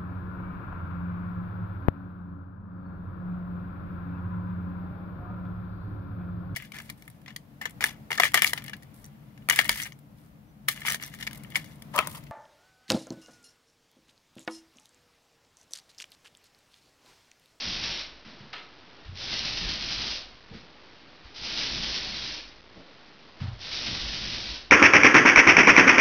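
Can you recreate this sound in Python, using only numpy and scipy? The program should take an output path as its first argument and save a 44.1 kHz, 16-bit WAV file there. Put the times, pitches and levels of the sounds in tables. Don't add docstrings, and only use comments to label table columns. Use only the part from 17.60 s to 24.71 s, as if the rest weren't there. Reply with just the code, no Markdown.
import sys
import numpy as np
from scipy import signal
from scipy.fft import rfft, irfft
from scipy.io import wavfile
from scipy.ndimage import uniform_filter1d

SR = 44100
rng = np.random.default_rng(int(sys.argv[2]) if len(sys.argv) > 2 else 0)


def bounce(signal):
    frames = np.transpose(np.atleast_2d(signal))
    limited = np.clip(frames, -1, 1)
    pcm = np.round(limited * 32767).astype(np.int16)
    wavfile.write(sys.argv[1], SR, pcm)


def volts_from_db(level):
    exponent = np.asarray(level, float) / 20
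    return 10 ** exponent


N = 313551
T = np.arange(N) / SR

# frequency in Hz, level in dB per Hz.
PAINT_COLOUR = [(180, -32.5), (300, -6.5), (442, -14), (517, -11), (1150, -13), (2910, -3), (4560, -0.5),
                (5400, 2.5), (7020, -32), (11900, -120)]
# frequency in Hz, level in dB, time to fade by 60 dB in seconds.
BOARD_MODES = [(31.66, -5.5, 0.23), (53.06, -2.5, .3), (91.1, -2, .2), (118.7, -4.5, 0.24),
               (149.7, -5.5, .12), (178.1, -5, 0.13), (217.1, -3, 0.11), (261.4, -7, 0.081),
               (337.8, -11, 0.069), (420, -15.5, 0.05)]
# start in seconds, board level in dB, strongest frequency in Hz, length in ms, wet smack level in dB.
THUD_EVENTS = [(.648, -52.5, 233, 170, -49), (.79, -50.5, 192, 85, -56.5), (1.446, -50.5, 52, 70, -51.5),
               (1.478, -42.5, 98, 79, -62), (2.898, -45.5, 185, 73, -57.5), (2.935, -45.5, 219, 90, -48.5),
               (2.92, -51.5, 68.4, 50, -61), (3.641, -50.5, 57.9, 110, -53), (5.151, -54.5, 305, 54, -60),
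               (5.162, -56.5, 67.4, 32, -65), (5.801, -33, 163.4, 60, -44), (5.824, -37, 122.7, 36, -49.5),
               (5.867, -35.5, 115, 48, -47.5), (5.919, -44.5, 68, 91, -52), (7.103, -29, 381, 10, -61)]
# start in seconds, level in dB, centre frequency in Hz, length in ms, extra level in the room in dB.
SNAP_EVENTS = [(.655, -58, 390, 58, 1.5), (0.9284, -38, 3130, 16, 3.5), (0.930, -36, 2110, 17, 3.5),
               (.932, -41.5, 895, 17, 1.5), (1.555, -40, 3900, 1.9, -2.5), (1.793, -16.5, 4320, 0.7, 0),
               (2.324, -28, 3420, 4.6, -3), (2.911, -53.5, 380, 70, -3), (3.76, -41, 4300, 1.2, 1),
               (5.155, -54, 420, 54, 3.5), (5.815, -52, 886, 99, 0.5), (5.976, -47, 4260, 1.2, -1),
               (6.011, -51, 4450, 1.7, -12.5), (7.104, -34.5, 483, 14, 0), (7.107, -36, 3030, 16, 0)]
# frequency in Hz, level in dB per Hz.
AIR_COLOUR = [(15, -2), (35, -5), (70, -2), (150, 1), (300, 3.5), (600, -1.5), (1200, -4), (2500, -7),
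              (5500, -11)]
# touch in seconds, lift in seconds, paint level in dB,
# sag over the stroke in dB, first grip relative to full level in dB.
ROLLER_STROKES = [
    (-.6, 0.414, -31, -3, -9),
    (1.569, 2.575, -31.5, -2.5, -11),
    (3.76, 4.792, -30.5, -6, -9.5),
    (6.006, 6.972, -33, -3, -8),
]
# time in seconds, surge in dB, level change of the dry patch just before in dB.
ROLLER_TURNS = [(0.096, -1, 0), (.234, 3.5, -1), (0.404, 3, 0.5), (1.609, 3.5, 0.5), (1.715, 2.5, 0),
                (1.856, 3, -3.5), (1.977, 2, -3), (2.094, 4, -1), (2.212, 0.5, -5), (2.325, 0, -0.5),
                (2.509, 2, 1), (3.842, 2, -3), (3.899, -0.5, -0.5), (3.983, 2.5, -3.5), (4.059, 1, 0.5),
                (4.235, 2.5, -2.5), (4.354, 3, 1), (4.56, 1.5, -0.5), (4.882, 10.5, -4.5), (6.12, 1, -1.5),
                (6.266, 4.5, 1.5), (6.403, 4, 1.5), (6.46, -0.5, -3.5), (6.536, 3, 1.5), (6.648, 3.5, 0),
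                (6.779, 0.5, 2.5)]
# time in seconds, length in seconds, bass boost in dB, drone boost in dB.
POLE_LEANS = [(.1, 0.083, 5.5, 6.5), (.25, 0.083, 4.5, 4.5), (1.72, 0.055, 4, 5), (1.87, 0.07, 7, 6.5),
              (2.06, .08, 15, 11.5), (2.39, 0.2, 6.5, 5.5), (4.0, 0.053, 1.5, 3.5), (4.188, 0.079, 12, 10),
              (4.31, 0.037, 6.5, 2.5), (4.53, .08, 6.5, 4.5), (6.32, 0.082, 7, 10.5), (6.44, 0.11, 11, 4.5),
              (6.688, 0.15, 8, 8.5), (6.92, .06, 10, 6)]

GRIP_S, SPEED_UP_S = 0.022, 0.14
SLOW_DOWN_S, SLOW_DB, LIFT_DB_PER_S = 0.1, -3, -300
DRIP_DB, DRIP_DB_PER_S = -15, -83
SURGE_RISE_S, SURGE_FALL_S, DRY_LEAD_S, DRY_S = 0.01, 0.025, 0.028, 0.035
BASS_DB, DRONE_DB, LOAD_RISE_S = -50, -49.5, 0.071
BASS_FALL_DB_PER_S, DRONE_FALL_DB_PER_S = -40, -100
TONE_DB, DUCK_DB, DUCK_HOLD_S, DUCK_BACK_S = -52.5, -3, 0.25, 0.06
HUM_HZ, HUM_DB = 305, -75.5
HUM_SWELL_DB, HUM_SWELL_S, HUM_SWELL_LENGTH_S = 13.5, 2.3, 0.4
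ROOM_T60_S, ROOM_TREBLE_T60_S, ROOM_DB = 0.5, 0.36, -6.5
STEP = 1 / 128 / np.sqrt(2)
OFFSET_STEPS = 0.27


def unit(x):
    return x / np.sqrt(np.mean(x ** 2))


def colour(x, points):
    hz, db = np.transpose(points)
    log_hz = np.log(np.linspace(1, SR / 2, 4097))
    cepstrum = irfft(np.interp(log_hz, np.log(hz), db) * np.log(10) / 20)
    cepstrum[1:4096] *= 2
    cepstrum[4097:] = 0
    return signal.fftconvolve(x, irfft(np.exp(rfft(cepstrum))))[:N]


def band(x, lo_hz, hi_hz):
    return signal.sosfilt(signal.butter(2, [lo_hz, hi_hz], "bandpass", fs=SR, output="sos"), x)


def walk(rate):
    hold = int(SR / rate)
    held = np.repeat(rng.standard_normal(N)[:N // hold + 1], hold)
    return unit(uniform_filter1d(uniform_filter1d(held, hold), hold)[:N])


def steady(x, span_s):
    power = uniform_filter1d(unit(x) ** 2, int(span_s * SR))
    return unit(x / np.sqrt(power + 0.11))


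def ramp(start_s, length_s):
    return np.clip((T - start_s) / length_s, 0, 1)


def bump(s, rise_s, fall_s):
    return np.exp(-((T - s) / np.where(T < s, rise_s, fall_s)) ** 2)


def add(out, s, piece):
    start = int(s * SR)
    out[start:start + len(piece)] += piece[:N - start]


def rolling():
    gain = 0
    for on, off, db, sag_db, grip_db in ROLLER_STROKES:
        after = np.maximum(T - off, 0)
        lift = np.maximum(volts_from_db(LIFT_DB_PER_S * after), volts_from_db(DRIP_DB + DRIP_DB_PER_S * after))
        shape_db = grip_db * (1 - ramp(on, SPEED_UP_S))
        shape_db += sag_db * ramp(on, off - on)
        shape_db += SLOW_DB * ramp(off - SLOW_DOWN_S, SLOW_DOWN_S)
        gain = gain + ramp(on - GRIP_S, GRIP_S) * volts_from_db(db + shape_db) * lift
    turns_db = np.zeros(N)
    for s, surge_db, dry_db in ROLLER_TURNS:
        turns_db += surge_db * bump(s, SURGE_RISE_S, SURGE_FALL_S)
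        turns_db += dry_db * bump(s - DRY_LEAD_S, DRY_S, 0.016)
    return gain * volts_from_db(turns_db)


def paint(per_s=4000, spread_db=2.5, most_db=15):
    happens, size, side = rng.random((3, N))
    sizes = volts_from_db(np.minimum(-spread_db * np.log(1 - size), most_db)) * np.sign(side - 0.5)
    threads = unit((happens < per_s / SR) * sizes)
    threads += volts_from_db(-6) * rng.standard_normal(N)
    patches_db = 0.25 * walk(24) + 0.7 * walk(70) - 0.5
    return unit(colour(threads, PAINT_COLOUR)) * rolling() * volts_from_db(patches_db)


def ring(force, tilt_db=0):
    t = T[:SR // 3, None]
    hz, db, t60 = np.transpose(BOARD_MODES)
    modes = np.sin(2 * np.pi * hz * t) * volts_from_db(db + tilt_db - 60 * t / t60) * (-1) ** np.arange(len(hz))
    return signal.fftconvolve(force, modes.sum(axis=1))[:len(force)]


def held(fall_db_per_s):
    gain = 0
    for on, off, *_ in ROLLER_STROKES:
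        after = np.maximum(T - off + SLOW_DOWN_S, 0)
        gain = gain + ramp(on, LOAD_RISE_S) * volts_from_db(fall_db_per_s * after)
    return gain


def load():
    bass_db, drone_db = sum(np.outer(db, bump(s, length_s, length_s)) for s, length_s, *db in POLE_LEANS)
    bass_gain = held(BASS_FALL_DB_PER_S) * volts_from_db(BASS_DB + bass_db)
    drone_gain = held(DRONE_FALL_DB_PER_S) * volts_from_db(DRONE_DB + drone_db)
    return bass_gain, drone_gain


def rumble():
    shake = ring(rng.standard_normal(N))
    bass = steady(band(shake, 22, 75), 0.14)
    drone = steady(band(shake, 90, 500), 0.16)
    bass_gain, drone_gain = load()
    return bass * bass_gain + drone * drone_gain


def air():
    ducks = sum(bump(off + DUCK_HOLD_S, 0.12, DUCK_BACK_S) for _, off, *_ in ROLLER_STROKES)
    tone_db = TONE_DB + DUCK_DB * ducks + 0.26 * walk(24)
    tone = unit(colour(rng.standard_normal(N), AIR_COLOUR)) * volts_from_db(tone_db)
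    hum_db = HUM_DB + HUM_SWELL_DB * bump(HUM_SWELL_S, HUM_SWELL_LENGTH_S, HUM_SWELL_LENGTH_S)
    hum_phase = 2 * np.pi * np.cumsum(HUM_HZ + 3.0 * walk(5)) / SR
    return tone + np.sin(hum_phase) * volts_from_db(hum_db + 3.4 * walk(6.2))


def tails(count):
    t = T[:SR // 2]
    low, high = rng.standard_normal((2, count, len(t)))
    answer = band(low, 100, 2600) * volts_from_db(-60 * t / ROOM_T60_S)
    answer += band(high, 2600, 9000) * volts_from_db(-60 * t / ROOM_TREBLE_T60_S)
    answer *= np.clip((t - 0.005) / 0.012, 0, 1)
    return answer / np.sqrt(np.sum(answer ** 2, axis=1, keepdims=True))


def room(x, size=2048):
    wet = np.zeros(N + SR)
    fade = signal.get_window("cosine", 2 * size)
    padded = np.pad(x, (size, 2 * size))
    answers = tails(count=24)
    for k, start in enumerate(range(0, N + size, size)):
        piece = signal.fftconvolve(padded[start:start + 2 * size] * fade, answers[k % len(answers)])
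        wet[start:start + len(piece)] += piece
    return volts_from_db(ROOM_DB) * wet[size:size + N]


def thuds():
    out, age = np.zeros(N), T[:SR // 3]
    mode_hz = np.array(BOARD_MODES)[:, 0]
    noises = rng.standard_normal((len(THUD_EVENTS), 2, len(age)))
    for (s, db, hz, length_ms, smack_db), (push, smack) in zip(THUD_EVENTS, noises):
        contact = np.clip(age / 0.0024, 0, 1) * np.exp(-(age / (length_ms / 1000)) ** 2)
        blow = 0.78 * np.exp(-((age - 0.003) / 0.0012) ** 2)
        octaves_away = np.log2(mode_hz / hz)
        knock = ring(blow + contact * push, tilt_db=-11 * octaves_away ** 2)
        add(out, s, volts_from_db(db + 9) * knock / np.abs(knock).max())
        add(out, s, volts_from_db(smack_db) * contact * unit(band(smack, 900, 7000)))
    return out


def snaps():
    direct, far = np.zeros((2, N))
    noises = rng.standard_normal((len(SNAP_EVENTS), SR // 5))
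    for (s, db, hz, length_ms, far_db), noise in zip(SNAP_EVENTS, noises):
        age = T[:len(noise)] / (length_ms / 1000)
        lo_hz, hi_hz = hz / 1.8, hz * 1.9
        burst = unit(band(band(noise, lo_hz, hi_hz), lo_hz, hi_hz))
        burst = burst * np.clip(age / 0.11, 0, 1) * np.exp(-age ** 3)
        add(direct, s, volts_from_db(db) * burst)
        add(far, s, volts_from_db(db + far_db) * burst)
    return direct, far


def scene():
    hiss = paint()
    direct, far = snaps()
    mono = hiss + direct + room(hiss + far) + thuds() + rumble() + air()
    return np.array([mono, mono])


def low_pass(x):
    return signal.sosfilt(signal.butter(12, 7235, fs=SR, output="sos"), x)


def record(dry):
    guard = signal.ellip(8, 0.1, 70, SR / 7.92, fs=SR, output="sos")
    limited = signal.sosfiltfilt(guard, dry)
    coarse = np.zeros_like(dry)
    coarse[:, 1::4] = STEP * np.round(limited[:, 1::4] / STEP + OFFSET_STEPS)
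    smooth = 4 * signal.firwin(65, 0.99 * SR / 8, window=("kaiser", 9), fs=SR)
    mix = signal.fftconvolve(coarse, smooth[None], "same")
    return low_pass(mix)


dry = scene()
out = record(dry)
bounce(out)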